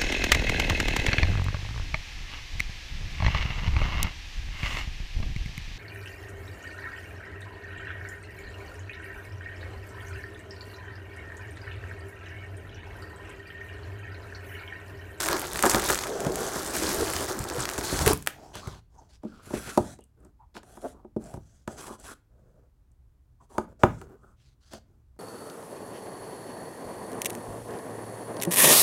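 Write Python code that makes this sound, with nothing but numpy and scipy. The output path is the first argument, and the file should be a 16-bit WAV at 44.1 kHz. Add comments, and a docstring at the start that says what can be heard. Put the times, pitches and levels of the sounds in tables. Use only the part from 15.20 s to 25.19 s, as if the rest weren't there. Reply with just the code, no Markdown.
"""Unpacking a small carton

A carton is worked out of bubble wrap in a shipping box, and the packing is pushed aside. The film
buckles, snaps and drags over cardboard; the hollow box scrapes and booms. The carton is then turned
in the hands, stood on edge and laid on the desk: blows ring its panels, skin swishes and sticks on
the card, an edge judders. Heard close up in a small, quiet room."""
import sys
import numpy as np
from scipy import signal
from scipy.io import wavfile

SR = 44100
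rng = np.random.default_rng(int(sys.argv[2]) if len(sys.argv) > 2 else 0)


def wav_record(signal):
    """Record a signal, one row per channel, as 16-bit PCM in the file named by sys.argv[1]."""
    frames = np.transpose(np.atleast_2d(signal))
    bounded = np.clip(frames, -1, 1)
    # unit amplitude maps onto the largest positive 16-bit level
    quanta = np.round(bounded * 32767).astype(np.int16)
    wavfile.write(sys.argv[1], SR, quanta)


N = 440556
TIME = np.arange(N) / SR
BAND_LIMIT_HZ = 16200
LET_GO_S = 2.7  # the packing is released

# Levels are relative. Spectra: f/Hz, level/dB
FILM_SPECTRUM = [(500, -11.5), (1400, 0), (2700, -6.5), (4500, -2), (7500, -1), (11000, -5.5),
                 (16000, -12.5)]
SKIN_SPECTRUM = [(800, -3), (1600, 5), (2600, -2), (4200, -3), (7000, 0), (10500, -4), (13000, -11.5),
                 (16000, -16)]
BOX_SPECTRUM = [(120, -21), (250, -5.5), (380, -0.5), (600, -1), (1000, -3.5), (1700, -7), (2600, -30),
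                (5000, -49.5)]
PANEL_SPECTRUM = [(120, -16), (230, 3.5), (400, 6), (520, 0), (660, 1), (1000, -6.5), (1450, -6.5),
                  (2200, -27), (4000, -32)]
PUSH_SPECTRUM = [(12, -42), (25, -15), (40, -9), (62, -3), (110, -10), (150, -7.5), (220, -16.5),
                 (350, -36.5), (700, -56.5)]
BACKGROUND_SPECTRUM = [(10, -43.5), (25, -7.5), (45, -1), (62, 2.5), (90, -7.5), (120, -4.5), (165, -22),
                       (300, -24.5), (500, -34), (900, -36), (3000, -49), (16000, -52.5)]
REVERB_SPECTRUM = [(60, -14.5), (250, -11), (1000, -12.5), (2200, -12.5), (4000, -11), (8000, -10.5),
                   (16000, -16)]
# steady work on the wrap: t/s, crinkle level/dB
WRAP_WORK = [(0.0, -30.5), (0.17, -41.5), (0.38, -36), (0.58, -33.5), (0.66, -33), (0.81, -38.5),
             (0.96, -47.5), (1.07, -46), (1.37, -39.5), (1.56, -41.5), (1.72, -37), (1.84, -37.5),
             (1.97, -36), (2.16, -44.5), (2.4, -42), (2.79, -48.5), (2.88, -56), (3.05, -75)]
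# packing catches and gives way: t/s, length/s, crinkle/dB, drag/dB, push/dB
JERKS = [(0.094, 0.11, -28.5, -21, -39), (0.323, 0.1, -44, -40, -37.5), (0.428, 0.11, -26, -17, -34.5),
         (0.486, 0.092, -24, -21.5, -34), (0.529, 0.12, -36.5, -21.5, -31), (0.681, 0.1, -25, -28, -36.5),
         (0.905, 0.036, -52, -41, -57), (1.034, 0.066, -49, -30, -35), (1.528, 0.27, -32, -48, -43),
         (1.772, 0.22, -41, -31, -35.5), (1.94, 0.14, -56, -46, -36.5), (2.073, 0.086, -31, -24.5, -40.5),
         (2.193, 0.064, -55, -55, -32.5), (2.3, 0.11, -55, -29.5, -42.5), (2.385, 0.18, -36.5, -33, -39.5),
         (2.58, 0.022, -27.5, -30, -34), (2.63, 0.4, -34.5, -47.5, -42), (2.722, 0.15, -42, -33, -30),
         (2.8, 0.12, -34, -28.5, -29), (2.859, 0.063, -25.5, -20.5, -20), (2.924, 0.057, -45, -48, -24.5)]
# film's sliding hiss against its crackle: t/s, level/dB
FILM_SLIDING = [(0.75, -8.5), (1.15, -0.5), (2.1, 0.5), (2.3, -5.5), (2.7, 2.5)]
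# loudest creases: t/s, level/dB, ring f/Hz, air cell/dB
CREASE_SNAPS = [(0.003, -8, 7100, 1), (0.0307, -17, 8000, 6), (0.0592, -5.5, 7210, 5),
                (0.066, -11, 7500, -2), (0.079, -10, 6000, 3), (0.0856, 0.5, 8900, 9),
                (0.1105, -11, 7000, 3), (0.118, -12, 5000, -4), (0.129, -4.5, 3960, 4),
                (0.166, -9, 6000, 8), (0.182, -17, 7500, -8), (0.194, -8, 8740, -7),
                (0.2162, -13, 11000, -17), (0.2684, -15, 7500, -8), (0.332, -11, 9500, -5.5),
                (0.3452, -21, 7800, -5), (0.3578, -6, 8200, 12.5), (0.3724, -10, 7500, 1),
                (0.391, -3.5, 6910, 6), (0.4, -16, 8000, -2), (0.4038, -16, 7500, 1),
                (0.415, -25, 7500, -10), (0.4249, 2, 7850, -4), (0.4405, -14, 12000, -10),
                (0.4506, -16, 11000, -10), (0.455, -6, 8000, -11), (0.461, -1, 6900, -1),
                (0.4633, -8, 7500, -1.5), (0.496, 3, 6800, -7), (0.501, -13, 10000, -10),
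                (0.505, -7, 8950, -8.5), (0.511, -5, 7000, -10), (0.5153, -2, 7000, -1),
                (0.5358, -7, 7810, -1.5), (0.5457, 0, 3870, 5.5), (0.557, -6, 7800, -7),
                (0.596, -5, 6910, 7), (0.642, -14, 8000, -7), (0.6613, -11, 10000, -10),
                (0.688, -3, 7700, -1), (0.703, 0.5, 7500, -1), (0.713, -14, 9000, -6),
                (0.745, -4, 6650, -7), (0.755, -5.5, 7500, 8), (0.7754, -9, 7500, 6),
                (0.788, -5.5, 4200, 2), (0.791, -13, 8000, -5), (0.8106, -18, 9450, 5),
                (0.8365, -7.5, 7300, 11), (0.869, -11.5, 7900, 5), (1.0036, -10, 6450, 3),
                (1.048, -15, 7000, 0), (1.1206, -17, 7500, -6), (1.156, -7, 7500, -5),
                (1.2052, -14, 9000, -8), (1.4465, -15, 8000, -4), (1.475, -14, 8000, -18),
                (1.536, -14, 7000, -8), (1.551, -10, 6000, -16), (1.5653, -7, 9000, -17),
                (1.634, -6.5, 5470, -3), (1.6594, -19, 7000, -6), (1.701, -15, 7960, 10),
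                (1.81, -9.5, 5270, -11), (1.901, -8, 9000, 0), (1.926, -13, 7800, -12),
                (1.935, -6, 9380, 2), (1.9639, -6, 4970, -2), (1.982, -15, 8500, 2), (2.007, -11, 8500, 1),
                (2.122, -14, 6000, -5), (2.19, -10, 7740, -11), (2.2397, -13, 6500, -15),
                (2.2876, -14.5, 7000, -11), (2.2993, -9.5, 5960, 1), (2.4535, -5.5, 4670, 8),
                (2.4895, -6, 4660, 9), (2.498, -10.5, 6960, 2), (2.5124, -14.5, 8930, 4),
                (2.535, -13, 7200, 1), (2.5786, -10, 7260, 2), (2.61, -13, 3750, -6), (2.7902, -4, 5670, 0),
                (2.862, 1, 8400, 2), (2.8769, 5, 10000, 7.5), (2.9321, -1, 10750, -5),
                (2.974, -17.5, 10600, -10), (3.024, -20.5, 7960, -5), (3.0629, -15, 7900, 1),
                (3.0723, 2.5, 9100, 7)]
# blows on card: t/s, level/dB, hardness f/Hz, edge nearness/0-1, desk thump/dB, edge tick/dB
BLOWS = [ (0.4361, -9, 1490, 0.7, -30, -27.5), (0.452, -12, 1400, 0.4, -28, -30),
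         (0.531, -24, 1500, 0.7, -25, -25), (0.5458, -12, 3900, 0, -9, -27),
         (0.699, -11, 1660, 0.64, -28, -17), (1.065, -17.5, 547, 0.43, -8, -9),
         (1.357, -27.5, 596, 0.6, -14, 2), (2.58, -23, 610, 0.63, -4.5, -4),
         (2.724, -19.5, 520, 0.36, -19, -22), (2.8713, -29, 605, 0.2, 0, -34),
         (3.072, -25.5, 3200, 0.4, -26, -20), (3.353, -33.5, 1520, 0.45, -3.5, 2),
         (3.472, -36.5, 847, 0.9, 10, 1.5), (4.033, -30, 450, 0.8, -18.5, -24.5),
         (4.049, -26, 328, 0.13, -18, -33), (4.267, -42.5, 400, 0.3, 5, -16),
         (4.305, -29, 693, 0.2, -16, -15), (4.336, -16.5, 523, 0.18, -11.5, -30),
         (4.473, -37, 900, 0, -7, -9), (4.5747, -6.5, 754, 0.22, -23, -17),
         (4.6, -31.5, 400, 0.2, 8.5, -20), (4.788, -40, 558, 0.5, -19.5, -14),
         (5.05, -52.5, 800, 0.05, -12, -10), (5.352, -39, 1845, 0, -18, -17.5),
         (5.366, -32.5, 1800, 1, -36, -11), (5.431, -46, 1520, 0.1, -23, -4),
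         (5.572, -37, 1100, 0.13, -34, -29), (5.744, -43.5, 463, 0.56, -21.5, -31.5),
         (5.847, -36.5, 563, 0.2, -29, -36.5), (5.963, -18, 365, 0.22, -11.5, -35),
         (6.139, -32, 720, 0.5, 3, -11.5), (6.17, -35, 602, 0.67, 3, -25), (6.476, -23, 1740, 0, -9, -12),
         (6.667, -41, 1460, 0.3, -9, 2), (6.706, -32.5, 503, 0, -25, -16),
         (8.318, -51.5, 1180, 0.5, -9, -17), (8.381, -12.5, 1010, 0.26, -18, -18.5),
         (8.6343, -1.5, 1364, 0.26, -8.5, -23.5), (8.638, -15.5, 595, 0.23, -33, -28),
         (8.659, -30, 810, 0.4, -17.5, -30), (8.814, -37, 1460, 1, -14.5, -7),
         (9.534, -34, 1206, 0, -7.5, -3), (9.963, -59, 900, 0, 2, -14.5)]
# modes: f/Hz, level/dB, t60/s
CARTON_MODES = [(218, -0.5, 0.081), (354, -3, 0.1), (410, -7.5, 0.048), (599, -3, 0.05), (700, -11, 0.039),
                (775, -7.5, 0.06), (859, -5, 0.05), (955, -1.5, 0.035), (1240, -3.5, 0.035),
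                (1445, -3.5, 0.022), (1710, -5.5, 0.021), (1960, -8.5, 0.02), (2360, 0, 0.0093),
                (2840, 0.5, 0.012), (3600, 3, 0.011)]
DESK_MODES = [(62, -13.5, 0.27), (105, 1, 0.064), (166, -9, 0.1)]
# scraped shipping box's hollow note: t/s, f/Hz, level/dB
BOX_NOTE = [(0.85, 400, -53), (0.894, 410, -27), (1.04, 400, -35.5), (1.058, 387, -31), (1.214, 417, -30.5),
            (1.322, 430, -46), (1.438, 352, -37), (1.7, 318, -31), (1.808, 417, -30), (1.976, 376, -45),
            (2.011, 344, -28), (2.074, 410, -49), (2.114, 363, -38), (2.142, 332, -45), (2.172, 260, -36),
            (2.266, 300, -53.5), (2.306, 371, -40.5), (2.356, 488.3, -38), (2.408, 367, -45),
            (2.45, 388, -47)]
# bumps on its walls: t/s, level/dB, f/Hz, t60/s
BOX_BUMPS = [(0.921, -21.5, 397, 0.09), (1.063, -19, 159, 0.094), (1.361, -26, 149, 0.057),
             (1.822, -18, 453, 0.073), (2.107, -22.5, 383, 0.069), (2.352, -25, 496, 0.077),
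             (2.382, -23, 135, 0.095), (2.723, -21, 147.3, 0.068), (2.8717, -5, 399, 0.05)]
# wrap hissing and rubbing over the hollow box, then (from 3 s) skin and card sliding:
# start/s, end/s, swish/dB, swish f/Hz, rub/dB, panel f/Hz
SLIDES = [ (0.881, 1.12, -52.5, 6270, -37.5, 630), (1.16, 1.328, -46.5, 10800, -38.5, 640),
          (1.52, 1.75, -47.5, 9000, -39.5, 304), (1.78, 1.842, -45, 9000, -37, 574),
          (2.657, 2.88, -44.5, 10000, -37.5, 940), (2.874, 2.9, -40.5, 9840, -25, 410),
          (2.898, 2.922, -42, 9160, -28.5, 930), (3.076, 3.374, -70.5, 5770, -52.5, 860),
          (3.354, 3.389, -52.5, 2900, -52, 626), (3.37, 3.584, -60.5, 4060, -49.5, 1105),
          (3.72, 3.887, -80.5, 5780, -63, 884), (3.909, 3.959, -70, 4780, -71.5, 890),
          (4.04, 4.295, -72.5, 3780, -58.5, 1380), (4.353, 4.368, -53, 2040, -37.5, 404),
          (4.47, 4.504, -53.5, 2620, -53, 400), (4.239, 4.385, -61, 10500, -59, 1370),
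          (4.326, 4.573, -53.5, 10300, -49, 1390), (4.54, 4.746, -58, 8300, -52.5, 704),
          (4.985, 5.103, -92, 8800, -61, 370), (5.363, 5.374, -59, 3600, -51, 683),
          (5.453, 5.642, -67.5, 9500, -59, 660), (5.63, 5.72, -64, 8950, -62, 676),
          (5.729, 5.825, -96, 8000, -60.5, 955), (6.016, 6.16, -66, 9140, -50.5, 700),
          (6.173, 6.456, -77.5, 6700, -78, 666), (6.493, 6.555, -62.5, 7400, -49, 666),
          (6.587, 6.595, -55, 6600, -51.5, 695), (6.596, 6.678, -56, 9500, -48.5, 990),
          (6.684, 6.747, -59.5, 8400, -46, 970), (6.803, 6.852, -64, 8600, -57.5, 700),
          (6.858, 6.904, -55.5, 10100, -51, 1096), (6.93, 6.92, -57, 9500, -48, 1383),
          (7.109, 7.473, -94.5, 6990, -66, 562), (8.22, 8.245, -81, 8200, -66, 977),
          (8.312, 8.436, -68, 9200, -52, 950), (8.487, 8.52, -85, 8200, -56, 602),
          (8.613, 8.642, -65.5, 6970, -51.5, 694), (8.634, 8.838, -70, 6650, -58, 1284),
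          (8.813, 8.953, -89.5, 7600, -52, 376), (8.983, 9.133, -86, 7650, -63, 1176),
          (9.184, 9.324, -77, 3600, -90.5, 707), (9.424, 9.546, -72.5, 3960, -82.5, 650),
          (9.53, 9.568, -59.5, 4210, -50.5, 645), (9.652, 9.818, -97.5, 6000, -72, 336.5)]
# stiff resonances of the card: f/Hz, width/Hz, level/dB
RASP_MODES = [(1150, 70, 9), (1400, 81, 8), (1550, 80, 3.5), (2550, 110, 2.5), (3400, 210, 6.5),
              (3920, 110, 10), (4230, 120, 6), (6000, 250, 5.5)]
# catches on the gloss: t/s, length/s, level/dB, f/Hz
GLOSS_CHIRPS = [(2.15, 0.09, -63, 4170), (2.367, 0.1, -52, 4440), (2.621, 0.15, -44, 4320),
                (2.9, 0.03, -38, 5020), (3.773, 0.03, -54, 870), (3.774, 0.036, -67, 6200),
                (4.418, 0.094, -55, 1385), (4.788, 0.064, -74, 2890), (5.187, 0.075, -59.5, 896),
                (6.851, 0.094, -53, 1530), (8.2, 0.027, -60.5, 988)]
# fingertip lifts: t/s, level/dB, f/Hz
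FINGER_LIFTS = [(4.807, -51, 8800), (4.839, -46.5, 8600), (5.003, -62, 8550), (5.048, -50.5, 8100),
                (6.04, -43, 7500), (6.799, -42, 8500), (7.716, -61, 7500)]
# carton edge slipping on the desk: t/s, level/dB, slip rate/Hz
EDGE_JUDDER = [(5.626, -50, 400), (5.64, -34.5, 225), (5.646, -28.5, 210), (5.658, -28, 306),
               (5.668, -33, 245), (5.676, -50, 280)]
# room decay: f/Hz, t60/s
ROOM_DECAY = [(100, 0.58), (400, 0.24), (1200, 0.23), (2200, 0.29), (4000, 0.24), (9000, 0.17),
              (16000, 0.28)]


def amp(db):
    """Decibels to gain."""
    return 10 ** (np.asarray(db) / 20)


def unit(x):
    """Scales to rms 1."""
    return x / np.sqrt(np.mean(x ** 2) + 1e-20)


def at_hz(points, hz):
    """Table value on a log-frequency axis."""
    f, value = np.transpose(points)
    return np.interp(np.log(hz + 1), np.log(f + 1), value)


def gain_curve(s, db):
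    """Gain per sample from a dB curve, silent outside its span."""
    return amp(np.interp(TIME, s, db, left=-np.inf, right=-np.inf))


def add(mix, s, sound):
    """Mixes a sound in at time s."""
    part = mix[max(round(s * SR), 0):][:len(sound)]
    part += sound[:len(part)]


def colour(x, spectrum, size=8192):
    """Minimum-phase filter: clicks keep their attack."""
    log_gain = np.log(amp(at_hz(spectrum, abs(np.fft.fftfreq(size, 1 / SR)))))
    response = np.exp(np.conj(signal.hilbert(log_gain)))
    taps = np.fft.ifft(response).real[:size // 2]
    return signal.oaconvolve(x, taps / np.linalg.norm(taps))[:len(x)]


def resonate(x, hz, width_hz):
    """Two-pole resonance."""
    return signal.lfilter(*signal.iirpeak(min(hz, BAND_LIMIT_HZ), max(hz / width_hz, 1), SR), x)


def glide(x, hz, width_hz, stages=1):
    """Resonances in series that follow the curve hz."""
    turn = np.exp(2j * np.pi * np.cumsum(hz) / SR)
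    pole = np.exp(-np.pi * width_hz / SR)
    for _ in range(stages):
        x = 2 * (turn * signal.lfilter([1 - pole], [1, -pole], x / turn)).real
    return x


def noise_band(size, hz, width_hz):
    """Noise through the same resonance twice."""
    return resonate(resonate(rng.standard_normal(size), hz, width_hz), hz, width_hz)


def wander(rate_hz, size=N):
    """Random drift, rms 1."""
    return unit(np.interp(TIME[:size] * rate_hz, np.arange(size), rng.standard_normal(size)))


def slips(rate_hz, spread_db, size=N):
    """Random clicks, many small and a few large, rms 1."""
    height = amp(spread_db * np.minimum(rng.exponential(1, size), 4))
    return unit(height * rng.choice([-1, 1], size) * (rng.random(size) < rate_hz / SR))


def ring(modes, t, weights=1):
    """Decaying modes; neighbours swing in opposite directions."""
    hz, db, t60_s = np.transpose(modes)
    gains = weights * (-1) ** np.arange(len(hz)) * amp(db)
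    decay = np.exp(-np.log(1000) * np.outer(1 / t60_s, t))
    return gains @ (np.sin(2 * np.pi * np.outer(hz, t)) * decay)


def rumble():
    """Low noise of a pushed panel, rms 1."""
    return unit(colour(rng.standard_normal(N), PUSH_SPECTRUM))


def effort(size, release_db_per_s=196, jerk_rise_s=0.011, jerk_fall_db=22):
    """Crinkle, drag and push gains: all follow the steady work, and each jerk adds a burst."""
    t = TIME[:size]
    work_db = np.interp(t, *np.transpose(WRAP_WORK)) + 2.5
    drag_db = -19.5 + .39 * work_db
    push_db = -32.5 + .36 * work_db
    release_db = -release_db_per_s * np.maximum(t - LET_GO_S, 0)
    power = amp(np.array([work_db, drag_db, push_db]) + release_db) ** 2
    for s, length_s, *levels_db in JERKS:
        age_s = np.maximum(t - s, 0)
        rise = np.minimum(age_s / jerk_rise_s, 1)
        fall = amp(-jerk_fall_db * np.minimum(age_s / length_s, 4) ** 2)
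        power += np.outer(amp(levels_db), rise * fall) ** 2
    return np.sqrt(power) * amp(1.5 * wander(28, size))  # the wrap slides unevenly


def packing():
    """Film facets buckle in clusters, each at its own pitch, as the wrap drags over the pushed box."""
    size = round(WRAP_WORK[-1][0] * SR)
    crinkle_gain, drag_gain, push_gain = effort(size)
    facets = np.zeros(size)
    for hz in np.geomspace(1100, 14500, 14):
        buckles = resonate(slips(100, 3.8, size), hz, .14 * hz)
        facets += buckles * amp(3 * wander(14, size)) / hz ** .3
    crackle = unit(unit(facets) + .8 * slips(300, 3.6, size))
    sliding_db = np.interp(TIME[:size], *np.transpose(FILM_SLIDING))
    sliding = rng.standard_normal(size) * amp(sliding_db + 1.3 * wander(110, size))
    film = amp(-1.8) * unit(colour(crackle + .85 * sliding, FILM_SPECTRUM))
    scrape = slips(1500, 2.5, size) * amp(1.8 * wander(70, size))
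    board = amp(-5) * unit(colour(scrape, BOX_SPECTRUM))
    board += amp(-16) * unit(resonate(colour(scrape, PANEL_SPECTRUM), hz=370, width_hz=80))
    push = amp(-2) * rumble()[:size]
    return np.pad(crinkle_gain * film + drag_gain * board + push_gain * push, (0, N - size))


def lesser_snaps(count=42):
    """Random rows like CREASE_SNAPS; levels follow the work on the wrap."""
    s = rng.uniform(0, LET_GO_S, count)
    strength, pitch, cell = rng.standard_normal((count, 3)).T
    db = np.interp(s, *np.transpose(WRAP_WORK)) + 15 + 1.5 * strength
    return list(zip(s, db, 7500 * np.exp(.3 * pitch), 4 * cell - 3))


def snaps(echo_db=-12, flutter_db=-20):
    """A crease flips and sets off smaller ones; the air cell behind answers, the desk reflects."""
    out, t = np.zeros(N), TIME[:1024]
    flutter = amp(flutter_db) * np.exp(-t / .0024)
    for s, db, hz, cell_db in CREASE_SNAPS + lesser_snaps():
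        flip = (t == 0) + amp(echo_db) * (t == t[rng.integers(45, 110)])
        drive = flip + flutter * rng.standard_normal(len(t))
        cell = amp(cell_db) * resonate(drive, hz=1600, width_hz=1800)
        snap = resonate(drive, hz, .38 * hz) + amp(-18) * drive + cell
        # all-passes: in the film, treble runs ahead of bass
        snap = signal.lfilter([-.6, 1], [1, -.6], snap)
        snap = signal.lfilter([.45, -.7, 1], [1, -.7, .45], snap)
        add(out, s + .0009, amp(db + 1) * snap / np.linalg.norm(snap))
    return out


def knocks(edge_hz=1200):
    """A blow rings the panels, jolts the tray inside and thumps the desk; soft blows lose the highs."""
    out, t = np.zeros(N), TIME[:SR // 4]
    mode_hz = np.transpose(CARTON_MODES)[0]
    tick_envelope = (1 - np.exp(-t / .001)) * (np.exp(-t / .002) + amp(-22) * np.exp(-t / .012))
    for s, db, hard_hz, edge, thump_db, tick_db in BLOWS:
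        rattle, crack = rng.standard_normal((2, len(t)))
        weights = 1 / (1 + (edge * edge_hz / mode_hz) ** 2)  # weak low modes near the stiff edge
        jolt = colour(rattle, PANEL_SPECTRUM) * np.exp(-t / .013) * (1 - np.exp(-t / .0016))
        lowpass = signal.butter(3, 1.1 * hard_hz, fs=SR)
        body = signal.lfilter(*lowpass, ring(CARTON_MODES, t, weights) + .38 * jolt)
        thump = amp(thump_db) * ring(DESK_MODES, t) * (1 - np.exp(-t / .0027))
        tick = amp(tick_db + 2) * colour(crack * tick_envelope, SKIN_SPECTRUM)
        add(out, s, amp(db) * (body / abs(body).max() + thump + tick))
    return out


def desk_rumble(lean_s=0.02, shudder_s=0.04):
    """The desk rumbles as the hands lean into each slide, and shudders after each thump."""
    gain, t = np.zeros(N), TIME[:SR // 2]
    for start_s, end_s, _, _, rub_db, _ in SLIDES:
        lean = signal.windows.cosine(round((end_s - start_s + 2 * lean_s) * SR))
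        add(gain, start_s - lean_s, amp(-40.5 + .33 * rub_db) * lean)
    shudder = np.exp(-t / shudder_s) * (1 - np.exp(-t / .002))
    for s, db, _, _, thump_db, _ in BLOWS:
        add(gain, s, amp(db + thump_db - 15.5) * shudder)
    return gain * rumble()


def hollow_box(overtone_ratio=1.48, width_hz=170, bump_rise_s=0.0023):
    """Slips stir the shipping box, whose note moves as the carton leaves; bumps boom its walls."""
    s, hz, db = np.transpose(BOX_NOTE)
    size = round(s[-1] * SR)
    note_hz = np.interp(TIME[:size], s, hz) * (1 + .05 * wander(30, size))
    drive = slips(600, 2.5, size) * amp(2 * wander(60, size))
    note = unit(glide(drive, note_hz, width_hz, stages=2))
    overtone = unit(glide(drive, overtone_ratio * note_hz, width_hz, stages=2))
    out = gain_curve(s, db - 3) * np.pad(unit(note + amp(-9) * overtone), (0, N - size))
    t = TIME[:SR // 2]
    for start_s, bump_db, wall_hz, t60_s in BOX_BUMPS:
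        walls = [(wall_hz, bump_db, t60_s), (overtone_ratio * wall_hz, bump_db - 18, t60_s / 2)]
        add(out, start_s, ring(walls, t) * (1 - np.exp(-t / bump_rise_s)))
    return out


def reflect(x, delay_s=0.0005, share=0.3):
    """Echo off a near surface; the changing gap shifts the colour."""
    n = np.arange(len(x))
    lag = delay_s * SR * np.exp(.25 * wander(2, len(x)))
    return x + share * np.interp(n - lag, n, x)


def slides(lead_s=0.022, firm_db=-52.5):
    """Wrap on the box, then skin on card: slips and grit hiss, stir a panel and, when firm, rasp."""
    out = np.zeros(N)
    friction = slips(4500, 2.3) * amp(1.4 * wander(80)) + .3 * slips(120, 2.5)
    grain = colour(friction, SKIN_SPECTRUM)
    card = .7 * grain + sum(amp(db) * resonate(grain, hz, width_hz) for hz, width_hz, db in RASP_MODES)
    hollow = colour(slips(900, 2) * amp(2 * wander(45)), PANEL_SPECTRUM)
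    for start_s, end_s, swish_db, swish_hz, rub_db, panel_hz in SLIDES:
        span = slice(round((start_s - lead_s) * SR), round((end_s + lead_s) * SR))
        hiss, body = grain[span], hollow[span]
        grip = 1 + .08 * wander(25, len(hiss))
        rasp = amp(-3.5 + .36 * (swish_db - firm_db)) * unit(card[span])
        contact = unit(glide(hiss, swish_hz * grip, .43 * swish_hz))
        swish = amp(swish_db + 6.5) * unit(reflect(rasp + contact))
        panel = glide(body, panel_hz * grip, .43 * panel_hz, stages=2)
        rub = amp(rub_db + .5) * unit(1.2 * unit(body) + unit(panel))
        speed = signal.windows.cosine(len(hiss)) ** .64
        add(out, start_s - lead_s, speed * (swish + rub))
    return out


def chirps():
    """Fingertip or film sticks and slips on glossy card at a near-steady rate: a fuzzy note."""
    out = np.zeros(N)
    for s, length_s, db, hz in GLOSS_CHIRPS:
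        size = round(length_s * SR)
        note = noise_band(size, hz, .18 * hz) * signal.windows.cosine(size)
        add(out, s, amp(db) * unit(note))
    return out


def finger_ticks(rise_s=0.0008, fall_s=0.0021):
    """Skin peels off the gloss with a soft, high tick."""
    out, t = np.zeros(N), TIME[:1024]
    envelope = (1 - np.exp(-t / rise_s)) * np.exp(-t / fall_s)
    for s, db, hz in FINGER_LIFTS:
        add(out, s, amp(db) * unit(noise_band(len(t), hz, .4 * hz)) * envelope)
    return out


def edge_squeak():
    """The carton's edge judders over the desk; uneven stick-slip pulses drive two panels."""
    s, db, hz = np.transpose(EDGE_JUDDER)
    slip_hz = np.interp(TIME, s, hz) * (1 + .2 * wander(400))
    slip_count = np.floor(np.cumsum(slip_hz) / SR)
    pulses = colour(np.diff(slip_count, prepend=0), PANEL_SPECTRUM)
    panels = resonate(pulses, 600, 70) + amp(-16) * resonate(pulses, 324, 200)
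    return unit(panels + amp(-21.5) * pulses) * gain_curve(s, db)


def room(x, echoes_per_s=4000, onset_s=0.0079):
    """Dense reflections off near walls, each band decaying at its own rate."""
    taps = rng.choice([-1., 1.], SR) * (rng.random(SR) < echoes_per_s / SR)
    hz, t, bands = signal.stft(taps, SR, nperseg=256)
    decay = np.exp(-np.log(1000) * t / at_hz(ROOM_DECAY, hz)[:, None])
    band_gain = amp(at_hz(REVERB_SPECTRUM, hz))[:, None] / 7.45
    tail = signal.istft(bands * decay * band_gain, SR, nperseg=256)[1]
    tail *= np.clip(TIME[:len(tail)] / onset_s - .5, 0, 1)
    return signal.fftconvolve(x, tail)[:N]


def scene(background_db=-59):
    """The handling in its room, over a low steady rumble; mono."""
    near = packing() + hollow_box() + snaps()
    near += slides() + desk_rumble() + knocks() + edge_squeak() + chirps() + finger_ticks()
    background = amp(background_db) * unit(colour(rng.standard_normal(N), BACKGROUND_SPECTRUM))
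    return (near + room(near) + background)[None]


def record(dry):
    """Full-scale limit, then band limit."""
    lowpass = signal.firwin(511, BAND_LIMIT_HZ, window=("kaiser", 9), fs=SR)
    return signal.oaconvolve(np.clip(dry, -1, 1), lowpass[None], "same")


dry = scene()
out = record(dry)
wav_record(out)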